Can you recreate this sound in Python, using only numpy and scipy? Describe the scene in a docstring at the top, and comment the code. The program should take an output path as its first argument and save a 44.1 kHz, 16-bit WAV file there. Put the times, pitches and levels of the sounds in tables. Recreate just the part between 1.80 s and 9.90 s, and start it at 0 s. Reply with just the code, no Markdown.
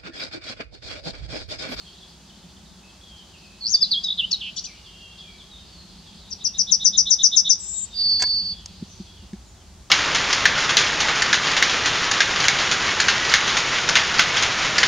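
"""A bunting in a rowan, close to a stereo microphone, over distant rumble and airy hiss.
Birds call far off from the start. Near 2 s comes a short warbled phrase; from 4.5 s the bunting sings a
swelling run of buzzy falling notes, a thin high buzz and a long lower one. A fluttering membrane in the
syrinx makes the buzz, and the foliage scatters every note. From 6.4 s there is a dry crackle, then a
faint swell of high hiss and a few soft bumps on the microphone."""
import sys
import numpy as np
from scipy import signal
from scipy.fft import rfft, irfft, next_fast_len
from scipy.io import wavfile
from scipy.ndimage import uniform_filter1d, map_coordinates

SR = 44100
rng = np.random.default_rng(int(sys.argv[2]) if len(sys.argv) > 2 else 0)


def wav_out(sig):
    """Save sig, one row per channel (or a flat mono array), as 16-bit PCM at SR to the path in sys.argv[1]."""
    wavfile.write(sys.argv[1], SR, np.round(np.clip(np.atleast_2d(sig).T, -1, 1) * 32767).astype(np.int16))


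N = 357210
TIME = np.arange(N) / SR


def song():
    """The bunting, close by: ten buzzy notes, each after a soft under-note, then the two long buzzes."""
    # the repeated notes: time_s, level_db
    run = [(4.514, -15.5), (4.652, -7), (4.793, -3.5), (4.924, -2), (5.055, -1.5), (5.183, -1),
           (5.312, -1.5), (5.441, -1), (5.572, -0.5), (5.702, -1)]
    # downward slur that opens a note: offset_s, pitch_hz, relative_db, swing_hz
    slur = [(-.02, 7520, -46, 0), (-.009, 6700, -19, -1.5), (-.002, 6123, -4, 0), (.002, 5755, -0.5, 119),
            (.006, 5594, -3, 495)]
    # the buzz it falls into: share_of_length, pitch_hz, relative_db, swing_hz
    burr = [(0.699, 5494, -6, 524), (1, 5474, -7.5, 545), (1.299, 5450, -24.5, 450)]
    # under-note from the other side of the syrinx: offset_s, pitch_hz, relative_db, swing_hz
    under = [(-.058, 3620, -12, 69.7), (-.043, 3685, 0, 124.3), (-.02, 3746, 3.5, 140),
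             (-.011, 3731, -14, 70.3)]
    notes, high, low = np.zeros((3, N))
    for k, (s, db) in enumerate(run):
        timid = np.exp(-k / 2.48)   # until the bird warms up, notes are shorter and flatter
        length_s, shift_hz = 0.033 - 0.012 * timid, 35 - 212 * timid
        opening = np.array(slur) + [0, 0, 0.56 * (db + 0.5), 0]   # soft notes barely sound the slur
        note = np.vstack([opening, np.array(burr) * [length_s, 1, 1, 1]]) + [s, shift_hz, db, 0]
        under_note = np.array(under) + [s, 0, -18.5 - 31 * timid, 0]
        add(notes, *whistle(note, flutter_hz=231.1, throb=0.088, lead_rad=0.78, octave_db=-49))
        add(notes, *whistle(under_note, flutter_hz=249.4, throb=0.9, lead_rad=1.45, unsteady=0.02))
    add(high, *high_buzz())
    add(low, *low_buzz())
    # the open beak passes the last buzz only near its pitch
    return notes + high + band(low, 4220, 4800) + treble_sizzle(notes)


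def high_buzz(start_s=5.786, pitch_hz=7265, overshoot_hz=1100, settle_s=0.01, swing_hz=290):
    """A thin buzz that drops quickly onto a steady pitch and swells, a little unevenly."""
    t = steps(0.28)
    hz = pitch_hz + overshoot_hz * np.exp(-t / settle_s)
    swell_db = -19 + 8 * (ramp(t, 0.21) - 1)
    db = swell_db + envelope_db(t, attack_s=0.019, release_s=0.026) + 1.8 * wander(t, 45)
    rows = np.column_stack([start_s + t, hz, db, np.full_like(t, swing_hz)])
    return whistle(rows, flutter_hz=425, throb=1.3, lead_rad=0.6, unsteady=0.0045)


def low_buzz(pitch_hz=4515, overshoot_hz=175, settle_s=0.1):
    """A long buzz that starts sharp with a wide flutter, then relaxes onto a steady pitch."""
    # the bird's effort: time_s, relative_db
    effort = [(6.14, -40), (6.184, -21.5), (6.312, -19), (6.384, -22), (6.598, -22), (6.612, -29),
              (6.726, -28), (6.755, -49)]
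    s, db = np.transpose(effort)
    t = steps(s[-1] - s[0])
    tense = np.exp(-(t / settle_s) ** 2)
    hz, swing_hz = pitch_hz + overshoot_hz * tense, 170 + 50 * tense
    rows = np.column_stack([s[0] + t, hz, 5.5 + np.interp(s[0] + t, s, db), swing_hz])
    return whistle(rows, flutter_hz=257, throb=1.15, lead_rad=0.85, unsteady=0.004)


def warble(flutter_hz=113.3):
    """The near phrase ahead of the run: an arch, scoops, nasal notes and quick upward flicks."""
    # the rising, fluttering arch: time_s, pitch_hz, level_db, swing_hz
    arch = [(1.808, 4500, -36.5, -2), (1.842, 4230, -26.5, 149), (1.868, 4550, -16, 401),
            (1.888, 5530, -21, 451), (1.908, 6430, -16, 379), (1.926, 6220, -16.5, 101),
            (1.948, 4690, -9.5, 0), (1.957, 4585, -12.5, -1), (1.964, 4740, -31.5, -3)]
    # closing flicks: start_s, length_s, first_hz, last_hz, level_db
    flicks = [(2.768, 0.031, 3290, 6800, -16.5), (2.773, .029, 2870, 5500, -24),
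              (2.842, .032, 2890, 6620, -24.5)]
    syllables = [(arch, flutter_hz), *scoops()]
    for s, length, first_hz, last_hz, db in flicks:
        t = steps(length)
        hz = first_hz + (last_hz - first_hz) * ramp(t, length) ** 1.8   # the rise gathers speed
        rows = np.column_stack([s + t, hz, db + envelope_db(t, attack_s=length), np.zeros_like(t)])
        syllables.append((rows, flutter_hz))
    out = np.zeros(N)
    for rows, rate_hz in syllables:
        add(out, *whistle(rows, rate_hz, throb=0.3, lead_rad=1.0, unsteady=0.0063))
    return out + nasal_notes()


def scoops():
    """Contours and flutter rates of syllables that dip in pitch, most of them weakening as they dip."""
    # scooped syllables: start_s, length_s, fall_s, first_hz, low_hz, last_hz, level_db, dip_db,
    # attack_s, flutter_hz, first_swing_hz, later_swing_hz
    syllables = [(2.008, 0.05, .04, 5195, 3960, 3940, -4.5, 16, .021, 190, 0, 0),
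                 (2.107, 0.085, .047, 4510, 3227, 3366, -11.5, 10.5, .01, 204, 329, -3),
                 (2.239, .098, .05, 3850, 3583, 3650, -23, -4.5, .005, 56, -1.5, 250),
                 (2.372, 0.084, .051, 3717, 2704, 3106, -13.5, 16, 0.024, 200, 328, 0),
                 (2.526, 0.03, 0.016, 4500, 3880, 3780, -13, 7, 0.0025, 189, 104, 32),
                 (2.595, 0.11, .028, 3900, 3000, 2840, -26.5, 2.5, .022, 228, 200, 322)]
    for (s, length, fall, first_hz, low_hz, last_hz, db, dip_db,
         attack, flutter_hz, first_swing, later_swing) in syllables:
        t = steps(length)
        fallen = ease(ramp(t, fall) ** 1.3)   # the pitch hangs before it drops
        tail = ease((t - fall) / (length - fall))
        hz = first_hz + (low_hz - first_hz) * fallen + (last_hz - low_hz) * tail
        level_db = db + envelope_db(t, attack) - dip_db * ((first_hz - hz) / (first_hz - low_hz)) ** 2
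        swing_hz = first_swing * (1 - fallen) + later_swing * fallen ** 3
        yield np.column_stack([s + t, hz, level_db, swing_hz]), flutter_hz


def nasal_notes(width_hz=1400):
    """Low pulsing tones whose harmonics pass through the throat resonance."""
    # notes between the syllables: start_s, length_s, first_hz, last_hz, level_db, throat_hz
    notes = [(2.233, .021, 1170, 1324, -20.5, 5000), (2.508, 0.018, 980, 888, -17.5, 5580),
             (2.759, .03, 1090, 1197, -26, 5900), (2.835, 0.028, 1134, 1233, -27.5, 5850)]
    out = np.zeros(N)
    for s, length, first_hz, last_hz, held_db, throat_hz in notes:
        age = steps(length)
        glide_hz = first_hz + (last_hz - first_hz) * ramp(age, length)
        level_db = held_db + envelope_db(age, attack_s=0.0077)
        t, fade, (hz, db) = contour(np.column_stack([s + age, glide_hz, level_db]))
        phase = turn(hz * (1 + 0.024 * wander(t, 400)))
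        voice = sum(np.sin(k * phase) / (1 + ((k * hz - throat_hz) / width_hz) ** 2) ** 2
                    for k in range(3, 8))
        add(out, t[0], fade * from_db(db) * voice)
    return out


def whistle(rows, flutter_hz, throb, lead_rad, unsteady=0.01, octave_db=-50):
    """Start time and sound of one syrinx tone; the membrane's flutter swings its pitch and strength."""
    t, fade, (hz, db, swing_hz) = contour(rows)
    flutter = turn(flutter_hz * (1 + 0.01 * wander(t, 70)))
    phase = turn(hz * (1 + unsteady * wander(t, 350)) + swing_hz * np.cos(flutter))
    depth = np.clip(throb * swing_hz / flutter_hz, 0, 0.95)
    pulsing = (1 + depth * np.cos(flutter + lead_rad)) / (1 + depth / 2)
    strength = fade * from_db(db + 0.97 * wander(t, 90)) * pulsing
    return t[0], strength * (np.sin(phase) + from_db(octave_db) * np.sin(2 * phase))


def treble_sizzle(notes):
    """A faint treble sizzle, like microphone overload, on the loudest notes."""
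    power = uniform_filter1d(notes ** 2, size=64)
    return from_db(-34.5) * power * band(rng.standard_normal(N), 7500, 15500)


def microphone_ports(x):
    """The right port is shaded in the treble and hears the tree out of step with the left."""
    # right port against left: frequency_hz, gain_db
    shade = [(2500, 1.5), (3400, 2), (4000, -1.5), (4700, 3.5), (5100, -8.5), (5500, -6), (6100, -24),
             (6800, -24.5), (7400, -9.5), (8200, -5.5)]
    # right port behind left: frequency_hz, lag_rad
    lag = [(1000, 3), (3400, -0.13), (4000, 1.14), (4600, 1.26), (5400, 1.07), (6100, 1.5), (6700, -3),
           (7200, -2)]
    right = colour(x, lambda hz: from_db(at_hz(shade, hz)) * np.exp(-1j * at_hz(lag, hz)))
    return np.array([x, right])


def scatter(x, t60_s, build_s, dull_hz):
    """Countless small echoes from leaves and trees, building up and dying away, weaker in the treble."""
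    t = TIME[:2 * SR]
    echoes = stereo_noise(len(t)) * from_db(-60 * t / t60_s) * (1 - np.exp(-(t / build_s) ** 2))
    echoes /= np.sqrt(np.sum(echoes ** 2) / 2)
    echoes = colour(echoes, lambda hz: 1 / np.sqrt(1 + (hz / dull_hz) ** 8))
    return signal.fftconvolve(x[None], echoes, axes=1)[:, :N]


def crackle(snap_t60_s=0.016, crowd=7):
    """Tiny bright snaps, each setting a small hollow body ringing."""
    # the main snaps: start_s, relative_db, ring_db
    main_snaps = [(6.406, -26.5, -4), (6.4225, -13, -6), (6.426, -16, -4), (6.438, -26, 6.5),
                  (6.472, -35, -3.5), (6.8595, -26, -37), (7.533, -44.5, 0.5)]
    # modes of the hollow body: pitch_hz, relative_db, t60_s
    modes = [(793, -15, 0.058), (1000, -16.5, 0.049), (1687, -5.5, 0.031), (1940, -7.5, 0.015),
             (2197, -12.5, 0.05), (2700, -16.5, 0.023), (3480, -3.5, 0.011)]
    # spectrum of a snap: frequency_hz, gain_db
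    spectrum = [(500, -20.5), (3500, -19), (5300, 0), (7200, -4.5), (8300, -13), (9000, -25.5),
                (15000, -42)]
    when, size = rng.random((crowd, 2)).T   # lesser snaps crowd around the first few
    starts = 6.392 + 0.052 * (np.arange(crowd) + when) / crowd
    small_snaps = [(s, -33 + 3 * (2 * u - 1), 3) for s, u in zip(starts, size)]
    snaps, rings, t = np.zeros(N), np.zeros(N), TIME[:SR // 10]
    for s, db, ring_db in [*main_snaps, *small_snaps]:
        add(snaps, s, from_db(db - 60 * t / snap_t60_s) * rng.standard_normal(len(t)))
        for hz, mode_db, t60_s in modes:
            decay = from_db(db + ring_db + mode_db + rng.normal(0, 1.8) - 60 * t / t60_s)
            add(rings, s, decay * np.sin(2 * np.pi * hz * t) * rng.choice([-1, 1]))
    return from_db(10.5) * colour(snaps, lambda hz: from_db(at_hz(spectrum, hz))) + from_db(0.5) * rings


def microphone_bumps():
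    """Soft knocks on the housing: a few low cycles that swell and die."""
    # the knocks: start_s, level_db, pitch_hz, rise_s
    knocks = [(7.022, -22.5, 199, 0.0025), (7.197, -27.5, 193, 0.0042), (7.42, -41.5, 200, 0.0049),
              (7.528, -26, 198, 0.0044)]
    out, t = np.zeros(N), TIME[:SR // 10]
    for s, db, hz, rise in knocks:
        swell = (t / rise / 2) ** 2 * np.exp(2 - t / rise)
        phase = 2 * np.pi * hz * t
        add(out, s, from_db(db) * swell * (np.sin(phase) + 0.22 * np.sin(1.8 * phase)))
    return out


def soft_slurs(faint_count=14, faint_fall=0.13, waver_hz=45):
    """Soft thin slurs, mostly from far birds, a few the bunting's own quiet under-notes."""
    # the clearest slurs: start_s, length_s, first_hz, last_hz, relative_db
    slurs = [(0, 0.043, 4560, 4270, -42.5), (.044, 0.052, 3400, 3100, -46.5),
             (.184, 0.059, 3950, 3260, -43.5), (.85, 0.12, 3900, 3330, -57), (1.03, 0.076, 2564, 2640, -53),
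             (1.21, .22, 3400, 3080, -43.5), (1.521, .052, 3200, 2480, -46.5),
             (1.6, 0.12, 2685, 2480, -49.5), (1.939, 0.11, 3580, 3520, -36.5),
             (2.87, 0.049, 2590, 2106, -48.5), (2.948, 0.39, 2850, 2760, -49.5),
             (3.042, 0.061, 3620, 3030, -41.5), (3.136, 0.33, 3170, 3250, -48),
             (3.385, 0.044, 3650, 3170, -40.5), (3.43, .1, 2510, 2290, -51.5),
             (3.58, 0.046, 4030, 3150, -43.5), (3.713, .062, 3910, 3535, -42.5),
             (3.91, .12, 4600, 4150, -44.5), (4.264, 0.053, 3600, 3080, -45), (4.4, 0.06, 4200, 3600, -46),
             (5.94, 0.05, 3800, 3700, -42), (6.11, 0.051, 3696, 3640, -38), (6.2, .3, 3350, 3560, -46.5),
             (6.712, .094, 3500, 3280, -46), (7.252, .095, 3450, 3300, -51), (7.65, .07, 7330, 6800, -55)]
    # one far bird gives an even, fading series of chips; fainter calls come at random
    chips = [(0.493 + k * 0.068, 0.021, 3620, 2970, -45.5 - k * 1.6) for k in range(5)]
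    when, pitch = rng.random((faint_count, 2)).T
    starts = (np.arange(faint_count) + when) / faint_count * TIME[-1]
    tops_hz = 3490 + 540 * (2 * pitch - 1)
    faint = [(s, 0.07, hz, hz * (1 - faint_fall), -55) for s, hz in zip(starts, tops_hz)]
    out = np.zeros(N)
    for s, length, first_hz, last_hz, db in [*slurs, *chips, *faint]:
        rows = [(s, first_hz, db - 1, waver_hz),
                (s + length / 2, last_hz + 0.33 * (first_hz - last_hz), db, waver_hz),
                (s + length, last_hz, db - 1.5, waver_hz)]
        add(out, *whistle(rows, flutter_hz=37, throb=0.2, lead_rad=0, unsteady=0.015))
    return out * from_db(3 * wander(TIME, 45))   # long slurs break up in the moving air


def far_chorus():
    """Song so distant that it blurs into flickering bands of noise."""
    # pitches where the song gathers: pitch_hz, relative_db
    bands = [(2700, -12), (3350, -6), (4350, -2)]
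    # its rise and fall: time_s, level_db
    swell = [(0, -51.5), (.9, -58.5), (2.6, -48.5), (3.2, -55.5), (4.3, -51), (5.7, -61), (6.3, -47.5),
             (7.35, -53.5), (7.7, -64.5)]
    return sum(noise_band(at_time(swell) + db + 2 * wander(TIME, 30), hz * 0.923, hz * 1.146)
               for hz, db in bands)


def high_hiss_swell():
    """A faint, narrow high hiss that swells and fades near the end."""
    return noise_band(np.interp(TIME, [6.95, 7.12, 7.42, 7.7], [-82, -49.5, -75, -76]), 5700, 6400)


def distant_rumble():
    """A deep rumble far away, with a wavering low drone above it."""
    # course of the rumble: time_s, relative_db
    deep_level = [(0.0, -63.5), (4.8, -55), (5.61, -60.5), (6.27, -50), (8.1, -52.5)]
    # course of the drone: time_s, relative_db
    drone_level = [(0.0, -61.5), (0.5, -63), (0.72, -54), (1.01, -60.5), (2.21, -59), (2.48, -55),
                   (2.91, -64), (5.19, -52.5), (5.82, -61), (6.7, -52), (7.04, -57), (7.2, -63),
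                   (8.1, -65.5)]
    deep = noise_band(at_time(deep_level) + 3, 46, 90.2)
    drone = noise_band(at_time(drone_level) + 5 + 1.5 * wander(TIME, 6.5), 159.6, 205.4)
    return deep + drone


def open_air():
    """Steady airy hiss all round the microphone, its bass thinned."""
    # spectrum of the air before the low cut: frequency_hz, relative_db
    spectrum = [(15, -46.5), (25, -16), (59, 8), (96, -4), (140, -9.5), (188, -5), (267, -14), (368, -10.5),
                (457, -18.5), (871, -15.5), (945, -18), (2120, -24), (3170, -24), (6550, -20),
                (15500, -44.5)]
    air = rms_one(colour(stereo_noise(N), lambda hz: from_db(at_hz(spectrum, hz))))
    return signal.sosfilt(signal.butter(1, 130, "high", fs=SR, output="sos"), from_db(-48) * air)


def stereo_noise(count):
    """Diffuse noise at the microphone: two channels, alike in the bass and less so in the treble."""
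    # left-right likeness: frequency_hz, correlation
    likeness = [(50, 1), (180, 0.9), (400, 0.81), (1500, 0.63), (4000, 0.74), (7000, 0.061), (14000, 0.2)]
    mid, side = rng.standard_normal((2, count))
    mid = colour(mid, lambda hz: np.sqrt(1 + np.clip(at_hz(likeness, hz), 0, 0.995)))
    side = colour(side, lambda hz: np.sqrt(1 - np.clip(at_hz(likeness, hz), 0, 0.995)))
    return np.array([mid + side, mid - side])


def noise_band(level_db, low_hz, high_hz):
    """A band of diffuse noise at the given rms level."""
    return from_db(level_db) * rms_one(band(stereo_noise(N), low_hz, high_hz))


def from_db(db):
    """Decibels to gain."""
    return 10 ** (np.asarray(db) / 20)


def rms_one(x):
    """Scale to an rms of 1."""
    return x / np.sqrt(np.mean(x ** 2) + 1e-20)


def at_time(points):
    """Read a table at every sample of the scene."""
    return np.interp(TIME, *np.transpose(points))


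def at_hz(points, hz):
    """Read a table on a log-frequency axis."""
    known, values = np.transpose(points)
    return np.interp(np.log(hz + 1), np.log(known), values)


def colour(x, gain_at):
    """Filter by a gain that is a function of frequency."""
    size = next_fast_len(x.shape[-1] + 2048)
    hz = np.arange(size // 2 + 1) * SR / size
    return irfft(rfft(x, size) * gain_at(hz), size)[..., :x.shape[-1]]


def band(x, low_hz, high_hz):
    """Gentle band-pass."""
    return signal.sosfilt(signal.butter(2, [low_hz, high_hz], "band", fs=SR, output="sos"), x)


def wander(t, rate_hz):
    """Smooth random drift with a spread of about 1."""
    knots = rng.standard_normal(512)
    return map_coordinates(knots, [(t - t[0]) * rate_hz], order=3, mode="wrap")


def contour(rows):
    """Sample times, a 2 ms fade at both ends, and the columns joined by straight lines."""
    s, *columns = np.transpose(rows)
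    t = np.arange(int(s[0] * SR), int(max(s[-1], s[0] + 0.005) * SR)) / SR
    fade = ease(np.minimum(t - t[0], t[-1] - t) / 0.002)
    return t, fade, [np.interp(t, s, column) for column in columns]


def add(out, start_s, sound):
    """Mix a sound in from its start time."""
    start = int(np.clip(round(start_s * SR), 0, N))
    out[start:start + len(sound)] += sound[:N - start]


def turn(hz):
    """Running phase of a changing frequency."""
    return 2 * np.pi * np.cumsum(hz) / SR


def ease(share):
    """A smooth step from 0 to 1."""
    return np.sin(np.pi / 2 * np.clip(share, 0, 1)) ** 2


def ramp(t, length_s):
    """A straight rise from 0 to 1."""
    return np.clip(t / length_s, 0, 1)


def steps(length_s):
    """Even moments within a syllable."""
    return np.linspace(0, length_s, 64)


def envelope_db(t, attack_s, release_s=0.0051, edge_db=20):
    """Attack, hold and release, starting and ending edge_db under the held level."""
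    return edge_db * (ramp(t, attack_s) + ramp(t[-1] - t, release_s) - 2)


def scene():
    """The near bird with its echoes from leaves and trees, soft slurs, small noises and the open air."""
    bunting, phrase, slurs = song(), warble(), soft_slurs()
    direct = microphone_ports(bunting + phrase)
    outward = bunting + from_db(4) * phrase   # the beak points away during the warble
    leaves = from_db(-11.5) * scatter(outward, t60_s=0.16, build_s=0.0015, dull_hz=7900)
    trees = from_db(-24) * scatter(outward, t60_s=1.0, build_s=0.046, dull_hz=6400)
    soft_calls = from_db(-3) * (slurs + scatter(slurs, t60_s=0.6, build_s=0.012, dull_hz=9000))
    small_noises = crackle() + microphone_bumps()
    background = open_air() + distant_rumble() + far_chorus() + high_hiss_swell()
    return direct + leaves + trees + soft_calls + small_noises + background


def record(dry):
    """The top is cut steeply above 15750 Hz."""
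    return signal.sosfilt(signal.ellip(10, 0.1, 80, 15750, fs=SR, output="sos"), dry)


dry = scene()
out = record(dry)
wav_out(out)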